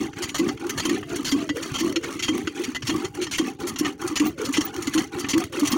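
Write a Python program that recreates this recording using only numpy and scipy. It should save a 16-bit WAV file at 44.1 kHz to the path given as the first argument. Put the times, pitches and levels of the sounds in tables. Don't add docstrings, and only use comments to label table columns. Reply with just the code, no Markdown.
import sys
import numpy as np
from scipy import signal
from scipy.fft import rfft, irfft
from scipy.io import wavfile
from scipy.ndimage import uniform_filter1d

SR = 44100
rng = np.random.default_rng(int(sys.argv[2]) if len(sys.argv) > 2 else 0)


def dump(signal):
    limited = np.clip(np.atleast_2d(signal).T, -1, 1)
    pcm = np.round(limited * 32767).astype(np.int16)
    wavfile.write(sys.argv[1], SR, pcm)


N = 254456
TIME = np.arange(N) / SR


def from_db(db):
    return 10 ** (np.asarray(db) / 20)


def unit_rms(x):
    return x / np.sqrt(np.mean(x ** 2) + 1e-20)


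def butter(x, hz, kind):
    return signal.sosfilt(signal.butter(2, hz, kind, fs=SR, output="sos"), x)


def wander(cutoff_hz, size=N):
    return unit_rms(butter(rng.standard_normal(size), cutoff_hz, "low"))


def colour(x, points, size=4096):
    hz, db = np.transpose(points)
    grid_hz = np.maximum(np.fft.rfftfreq(size, 1 / SR), 1)
    magnitude = from_db(np.interp(np.log(grid_hz), np.log(hz), db))
    cepstrum = irfft(np.log(magnitude))
    cepstrum[1:size // 2] *= 2
    cepstrum[size // 2 + 1:] = 0
    return signal.fftconvolve(x, irfft(np.exp(rfft(cepstrum))))[:len(x)]


def even(x, window_s):
    width = int(window_s * SR) + 1
    power = uniform_filter1d(uniform_filter1d(x ** 2, width), width)
    return x / np.sqrt(np.abs(power) + np.mean(x ** 2) / 100)


def clicks(per_s, spread_db, size=N):
    heights = from_db(spread_db * np.minimum(rng.exponential(1, size), 4))
    return (rng.random(size) < per_s / SR) * heights * rng.choice([-1, 1], size)


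def add(out, start_s, sound):
    at = max(int(start_s * SR), 0)
    out[at:at + len(sound)] += sound[:max(N - at, 0)]


def bump(centre_s, width_s):
    return np.exp(-((TIME - centre_s) / width_s) ** 2 / 2)


def cavity(x, hz, width_hz):
    carrier = np.exp(2j * np.pi * np.cumsum(hz) / SR)
    pole = np.exp(-np.pi * width_hz / SR)
    return (carrier * signal.lfilter([1], [1, -2 * pole, pole * pole], x / carrier)).real


def bubbles(per_s, pitch_hz, spread, t60_cycles, chirp_per_s):
    out, t = np.zeros(N), np.arange(SR // 40) / SR
    births = clicks(per_s, spread_db=2.5)
    for at in np.flatnonzero(births):
        hz = pitch_hz[at] * np.exp(spread * rng.standard_normal())
        if hz < SR / 3:
            decay = births[at] * from_db(-60 * t * hz / t60_cycles)
            add(out, at / SR, decay * np.sin(2 * np.pi * hz * t * (1 + chirp_per_s * t)))
    return unit_rms(out)


# t/s, drive/s, flutter/dB, slosh/dB, spray/dB
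LIFTS = [(-0.06, 0.12, -21, -41, -34.5), (0.39, .11, -17.5, -37.5, -35.5), (0.851, .12, -20, -41, -31.5),
         (1.328, .1, -22, -38.5, -35.5), (1.808, 0.093, -19.5, -37, -32),
         (2.291, 0.11, -22.5, -42.5, -35.5), (2.878, 0.17, -21.5, -34, -34.5),
         (3.391, 0.1, -22.5, -38.5, -33.5), (3.809, 0.079, -22.5, -33.5, -30.5),
         (4.2, 0.067, -20.5, -33.5, -29), (4.579, 0.11, -32, -38.5, -35), (4.949, 0.07, -24.5, -33.5, -27),
         (5.349, 0.073, -25, -33.5, -25.5), (5.701, 0.11, -25.5, -31, -36)]
# t/s, drive/s, flutter/dB, slosh/dB, spray/dB, valve pop/dB
RETURNS = [(0.152, .13, -35, -44, -36.5, -27.5), (0.595, 0.26, -31, -37.5, -40, -28),
           (1.08, 0.12, -30, -37.5, -36.5, -27), (1.548, 0.19, -35, -39.5, -36, -44),
           (2.021, 0.12, -37.5, -37.5, -37, -34), (2.545, 0.15, -34, -42, -36.5, -23),
           (3.135, 0.12, -32, -43, -38, -27), (3.586, .12, -29.5, -34.5, -38.5, -25),
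           (3.99, 0.12, -32.5, -32.5, -35.5, -22.5), (4.371, 0.12, -31.5, -33, -35.5, -36),
           (4.726, 0.16, -33.5, -37, -36.5, -26), (5.116, .16, -31, -35.5, -37, -26.5),
           (5.52, 0.21, -30.5, -32, -32.5, -25.5)]
# attack/s, sag/(dB/s), release/(dB/s)
LIFT_SHAPE = [(0.036, 54, 264), (0.016, 28, 346), (0.062, 19.5, 349)]
RETURN_SHAPE = [(0.029, 22, 40), (0.031, 35, 160), (0.017, 20, 204)]
# flutter/dB, slosh/dB, spray/dB
TRICKLE_DB = [-45, -65, -54.5]
# t/s, level/dB
TRICKLE_LEVEL = [(0, -3), (2.5, 8.5), (3.1, -11), (5.77, -5)]

def water_flow():
    gains = from_db(np.add.outer(TRICKLE_DB, np.interp(TIME, *np.transpose(TRICKLE_LEVEL))))
    t = np.arange(SR // 2) / SR
    for half_strokes, shape in (LIFTS, LIFT_SHAPE), (RETURNS, RETURN_SHAPE):
        for start_s, drive_s, *levels_db in half_strokes:
            for gain, db, (attack_s, sag, release) in zip(gains, levels_db, shape):
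                fall_db = sag * t + release * np.maximum(t - drive_s, 0)
                surge = np.minimum(t / attack_s, 1) * from_db(db - fall_db)
                add(gain, start_s, surge[start_s + t >= 0])
    return gains


def piston_height(last_lift_s=0.137):
    turns_s = sorted(row[0] for row in LIFTS + RETURNS)
    turns_s.append(turns_s[-1] + last_lift_s)
    return (1 - np.cos(np.pi * np.interp(TIME, turns_s, np.arange(len(turns_s))))) / 2


# f piston down/Hz, f piston up/Hz, width/Hz, level/dB
BARREL_MODES = [(213, 293, 27, -8.5), (283.7, 322.5, 102, 6.5), (327, 428, 22, -2.5)]

def valve_flutter(height, per_s=75, jitter=0.25, spread_db=4.4):
    timing, strength = rng.standard_normal((SR // 40, 2)).T
    at = np.cumsum(np.exp(jitter * timing) * SR / per_s).astype(int)
    beats = np.zeros(N)
    beats[at[at < N]] = from_db(spread_db * strength[at < N])
    churn = rng.standard_normal(N)
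    drive = butter(unit_rms(beats) + churn, [140, 600], "band")
    out = np.zeros(N)
    for down_hz, up_hz, width_hz, db in BARREL_MODES:
        mode = cavity(drive, down_hz + (up_hz - down_hz) * height, width_hz)
        out += from_db(db) * even(mode, window_s=0.12)
    return even(out, window_s=0.032)


# f/Hz, level/dB
SLOSH_SPECTRUM = [(450, -10), (640, -13.5), (850, 6), (1180, 11), (1750, -15.5), (2400, -19.5)]

def slosh(height, down_hz=1070, up_hz=1480, bubbles_db=-3, splash_db=-4):
    air_hz = down_hz + (up_hz - down_hz) * height
    splashes = unit_rms(colour(clicks(per_s=900, spread_db=6.5), SLOSH_SPECTRUM))
    hollow = even(cavity(splashes, air_hz, width_hz=130), window_s=0.065)
    chirps = bubbles(150, air_hz, spread=0.33, t60_cycles=5.7, chirp_per_s=1.3)
    chirps = unit_rms(colour(chirps, SLOSH_SPECTRUM))
    return even(hollow + from_db(bubbles_db) * chirps + from_db(splash_db) * splashes, window_s=0.23)


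# f/Hz, level/dB, t60/s
IRON_MODES = [(1344, 12.5, 0.014), (1815, 7, 0.029), (2015, 5, 0.066), (2215, 16.5, 0.008),
              (2820, -7.5, 0.2), (3171, 4.5, 0.1), (4351, 7.5, 0.047), (4695, -3, 0.15),
              (5340, -5.5, 0.082), (5430, 12.5, 0.023), (5967, 8, 0.063), (6440, -3.5, 0.1),
              (6930, -1, 0.14), (8830, 8, 0.016), (9380, 4, 0.066), (12070, -2, 0.027)]

def iron_ring(t, scatter_db, detune):
    hz, db, t60_s = np.transpose(IRON_MODES)[:, :, None]
    db = db + scatter_db * rng.standard_normal(hz.shape)
    hz = hz * (1 + detune * rng.standard_normal(hz.shape))
    decays = rng.choice([-1, 1], hz.shape) * from_db(db - 60 * t / t60_s)
    ring = (decays * np.sin(2 * np.pi * hz * t)).sum(0)
    return ring / np.linalg.norm(ring)


# f/Hz, level/dB
SPRAY_SPECTRUM = [(900, -3), (1600, 2.5), (2000, 3.5), (3100, 3), (3700, -2.5), (4400, 1), (5050, -9),
                  (6300, 4.5), (7900, -5), (9500, -5), (11000, -4), (13000, -21), (15500, -3)]

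def spray(ring_db=-7, fizz_db=-1, spurt_db=7.5, spurt_hz=70):
    spurts = from_db(spurt_db * wander(spurt_hz))
    drops = unit_rms(spurts * clicks(per_s=12000, spread_db=4))
    fizz = bubbles(1900, np.full(N, 4800.), spread=0.66, t60_cycles=114, chirp_per_s=0.55)
    spatter = unit_rms(colour(drops + from_db(fizz_db) * fizz, SPRAY_SPECTRUM))
    ring = signal.fftconvolve(drops, iron_ring(TIME[:SR // 5], scatter_db=0, detune=0))[:N]
    return even(spatter + from_db(ring_db) * unit_rms(ring), window_s=0.072)


# t/s, lowest f/Hz, level/dB
GLUGS = [(1.09, 680, -57), (1.43, 687, -44), (1.565, 468, -34), (1.96, 614, -39), (2.04, 456, -38.5),
         (4.422, 447, -31.5), (5.55, 510, -48)]

def gurgle(flow, height, down_hz=750, up_hz=810, flow_db=-15, pull_db=-44, return_db=-47, burst_db=3):
    hz = down_hz + (up_hz - down_hz) * height
    pull_ends = sum(bump(start_s + drive_s, width_s=0.028) for start_s, drive_s, *_ in LIFTS)
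    return_starts = sum(bump(start_s + 0.04, width_s=0.028) for start_s, *_ in RETURNS)
    gain = from_db(flow_db) * flow + from_db(pull_db) * pull_ends + from_db(return_db) * return_starts
    for centre_s, glug_hz, db in GLUGS:
        hz += (glug_hz - hz) * bump(centre_s, width_s=0.0686)
        gain += from_db(db) * bump(centre_s, width_s=0.022)
    column = even(cavity(clicks(per_s=200, spread_db=-0.5), hz, width_hz=59), window_s=0.058)
    bursts = unit_rms(from_db(burst_db * wander(cutoff_hz=28)))
    return gain * bursts * column


# f/Hz, level/dB
RUMBLE_SPECTRUM = [(25, -42), (60, -8.5), (90, -1.5), (125, -0.5), (170, -3), (400, -45.5)]
# t/s, level/dB
RUMBLE_LEVEL = [(0, 1.5), (3.1, 0), (3.8, -5), (4.5, 0.5), (5.77, -1.5)]

def rumble(flutter_gain, base_db=-44):
    rocking = colour(clicks(per_s=110, spread_db=5), RUMBLE_SPECTRUM)
    level_db = base_db + np.interp(TIME, *np.transpose(RUMBLE_LEVEL))
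    return from_db(level_db) * unit_rms(flutter_gain ** 0.2 * rocking)


# t/s, level/dB, f/Hz, push/s
GULPS = [(0.003, -23.5, 292, .016), (0.393, -17, 318.5, 0.023), (0.755, -31, 142, 0.01),
         (0.85, -22, 315, 0.028), (0.907, -21.5, 338, 0.034), (1.195, -20.5, 287, 0.01),
         (1.322, -19, 278.5, 0.038), (1.494, -22, 291, 0.026), (1.715, -26, 128, 0.0083),
         (1.807, -21.5, 310, .01), (1.844, -22, 333, 0.019), (1.961, -20, 328, 0.03),
         (2.15, -26.5, 305, 0.019), (2.289, -18, 310, 0.031), (2.343, -22.5, 347.5, .026),
         (2.472, -19.5, 318, 0.0073), (2.68, -24.5, 262, 0.017), (2.832, -30.5, 124, 0.022),
         (2.887, -24.5, 273, 0.026), (2.947, -22.5, 322, .015), (3.036, -26, 368, 0.021),
         (3.207, -25.5, 351, 0.031), (3.395, -14.5, 312, 0.012), (3.808, -13.5, 301, 0.0055),
         (4.11, -24.5, 306, 0.028), (4.201, -15.5, 300, 0.029), (4.257, -23, 303, .036),
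         (4.485, -21.5, 276, 0.027), (4.581, -10, 299, 0.0049), (4.873, -19.5, 278, 0.011),
         (4.948, -18, 317.8, 0.058), (5.239, -22, 278, .008), (5.334, -17, 274, 0.0092),
         (5.349, -16.5, 322.5, 0.044), (5.619, -15.5, 292, .028), (5.73, -18, 249, 0.009),
         (5.752, -17.5, 316, 0.013)]

def gulps(rise_s=0.0073, t60_s=0.063, glide_per_s=1.0, overtone_db=-25, pop_hz=350):
    out, t = np.zeros(N), np.arange(SR // 5) / SR
    pops = [(start_s + 0.05, pop_db, pop_hz, 0.026) for start_s, *_, pop_db in RETURNS]
    for start_s, db, hz, push_s in GULPS + pops:
        attack = np.sin(np.pi / 2 * np.minimum(t / rise_s, 1))
        decay = from_db(-60 * np.maximum(t - 0.77 * push_s, 0) / t60_s)
        phase = 2 * np.pi * np.cumsum(hz * (1 + glide_per_s * (t - push_s / 2))) / SR
        tone = np.sin(phase) + from_db(overtone_db) * np.sin(1.6 * phase)
        add(out, start_s, np.sqrt(2) * from_db(db) * attack * decay * tone)
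    return out


# f/Hz, level/dB
CRACK_SPECTRUM = [(300, -4), (650, -8.5), (1000, -2), (2000, -6.5), (3100, 5.5), (3700, -3.5), (4400, 2),
                  (5050, -6.5), (6200, 2.5), (7000, 2.5), (7900, -9), (9500, -4.5), (12500, -13),
                  (15500, -15.5)]
# t/s, level/dB, rattle/s, dullness/dB (heavy > 0, glancing < 0)
CLANKS = [(0.132, -39, 0.0024, 7), (0.222, -27.5, 0.022, -3.5), (0.292, -29.5, 0.0052, -0.5),
          (0.345, -26, 0.017, -0.5), (0.382, -29, 0.018, -3), (0.488, -27.5, 0.0027, 5),
          (0.574, -40, 0.0019, 7), (0.695, -27, 0.0086, -1.5), (0.777, -25.5, 0.011, -2.5),
          (0.797, -23.5, 0.0061, 0), (0.852, -24, 0.0089, -3), (0.895, -24, 0.0026, 1.5),
          (1.029, -33.5, 0.0018, 19), (1.158, -32, 0.0098, -8.5), (1.247, -27.5, 0.048, -2.5),
          (1.316, -24, 0.008, 0), (1.492, -25, 0.004, 7), (1.627, -30, 0.0083, -3), (1.741, -27, 0.027, 0),
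          (1.784, -29, 0.022, -1), (1.804, -29, 0.0057, 0.5), (1.959, -22.5, 0.0072, 4),
          (2.035, -31.5, 0.015, 4), (2.193, -29, 0.012, 0.5), (2.225, -24.5, 0.025, 0.5),
          (2.282, -22.5, 0.0078, 4.5), (2.473, -24, 0.0025, 7), (2.638, -29.5, 0.013, -2),
          (2.748, -27.5, 0.018, 2), (2.822, -32.5, 0.0086, 4.5), (2.87, -26.5, 0.015, -4.5),
          (2.895, -25, 0.0095, 3.5), (3.046, -30.5, 0.01, 2), (3.215, -30, 0.029, -1.5),
          (3.268, -31, 0.0045, 4.5), (3.312, -29.5, 0.019, -3.5), (3.332, -27.5, 0.029, 1),
          (3.383, -22.5, 0.01, 2), (3.671, -31, 0.026, -9), (3.76, -30, 0.0034, 5.5),
          (3.787, -26.5, 0.012, -7.5), (3.848, -25.5, 0.016, 9), (4.076, -29, 0.004, -8),
          (4.157, -23.5, 0.019, -1.5), (4.198, -24, 0.0037, -2), (4.451, -29.5, 0.012, -6.5),
          (4.526, -32, 0.025, -9), (4.538, -26, 0.023, 5), (4.569, -22.5, .01, 2),
          (4.608, -24.5, 0.0082, -0.5), (4.822, -31.5, 0.0062, -6.5), (4.871, -27.5, 0.0062, -2.5),
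          (4.937, -26, 0.012, -4.5), (4.978, -22.5, 0.0055, 3), (5.194, -32.5, .017, -10),
          (5.244, -27.5, 0.0036, 13), (5.287, -25.5, 0.03, -3.5), (5.333, -24.5, 0.01, 2),
          (5.596, -29, .003, -12), (5.65, -29.5, 0.013, 0), (5.673, -22.5, 0.0054, -6),
          (5.718, -24, 0.0092, -6.5)]

def clanks(rise_s=0.0015, t60_s=0.043, contacts_per_s=3500, ring_db=-2):
    out, t = np.zeros(N), np.arange(SR // 7) / SR
    for start_s, db, rattle_s, dull_db in CLANKS:
        pressure = np.minimum(t / rise_s, 1) * from_db(-60 * np.maximum(t - rattle_s, 0) / t60_s)
        contacts = pressure * even(clicks(contacts_per_s, spread_db=3.5, size=len(t)), window_s=0.004)
        contacts[0] += 6
        ring = signal.fftconvolve(contacts, iron_ring(t, scatter_db=5.5, detune=0.0079))[:len(t)]
        crack = unit_rms(colour(contacts, CRACK_SPECTRUM))
        tilt = [(2800, 3 + dull_db), (4600, 0), (7000, 0), (9000, -6 - 0.83 * dull_db)]
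        hit = colour(crack + from_db(ring_db) * unit_rms(ring), tilt, size=512)
        rattle_rms = np.std(hit[:int((rattle_s + rise_s) * SR) + 2])
        add(out, start_s, from_db(db) * hit / rattle_rms)
    return out


def scrape_gain(lead_s=0.011, width_s=0.014, db=-36):
    return from_db(db) * sum(bump(start_s - lead_s, width_s) for start_s, *_ in LIFTS)


# t/s, level/dB
BRIGHT_TICKS = [(0.388, -38), (0.702, -36), (1.31, -41), (1.803, -35), (3.382, -35), (3.682, -40),
                (3.795, -35), (5.735, -41)]

def bright_ticks(width_s=0.006, highpass_hz=9500):
    crackle = unit_rms(butter(clicks(per_s=10000, spread_db=3), highpass_hz, "high"))
    return crackle * sum(from_db(db) * bump(centre_s, width_s) for centre_s, db in BRIGHT_TICKS)


# t/s, length/s, start f/Hz, end f/Hz, level/dB
SQUEAKS = [(4.242, 0.062, 15450, 14950, -36), (4.646, 0.021, 14990, 15060, -25),
           (5.696, 0.031, 15100, 14900, -35)]

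def squeaks(waver_hz=50):
    out = np.zeros(N)
    for start_s, length_s, start_hz, end_hz, db in SQUEAKS:
        size = int(length_s * SR)
        hz = np.linspace(start_hz, end_hz, size) + waver_hz * wander(cutoff_hz=300, size=size)
        tone = np.sqrt(2) * np.sin(2 * np.pi * np.cumsum(hz) / SR)
        add(out, start_s, from_db(db) * np.hanning(size) * tone)
    return out


def scene(flow_mix_db=-2.5):
    flutter_gain, slosh_gain, spray_gain = water_flow()
    height = piston_height()
    mix = from_db(flow_mix_db)
    barrel = gulps() + mix * flutter_gain * valve_flutter(height) + gurgle(slosh_gain, height)
    water_and_rod = mix * (slosh_gain * slosh(height) + (spray_gain + scrape_gain()) * spray())
    iron = rumble(flutter_gain) + clanks() + squeaks() + bright_ticks()
    return (barrel + water_and_rod + iron)[None]


def record(dry, ceiling=0.42, cutoff_hz=15900):
    rounded = dry / (1 + (dry / ceiling) ** 4) ** (1 / 4)
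    return signal.sosfilt(signal.ellip(12, 0.1, 90, cutoff_hz, fs=SR, output="sos"), rounded)


dry = scene()
out = record(dry)
dump(out)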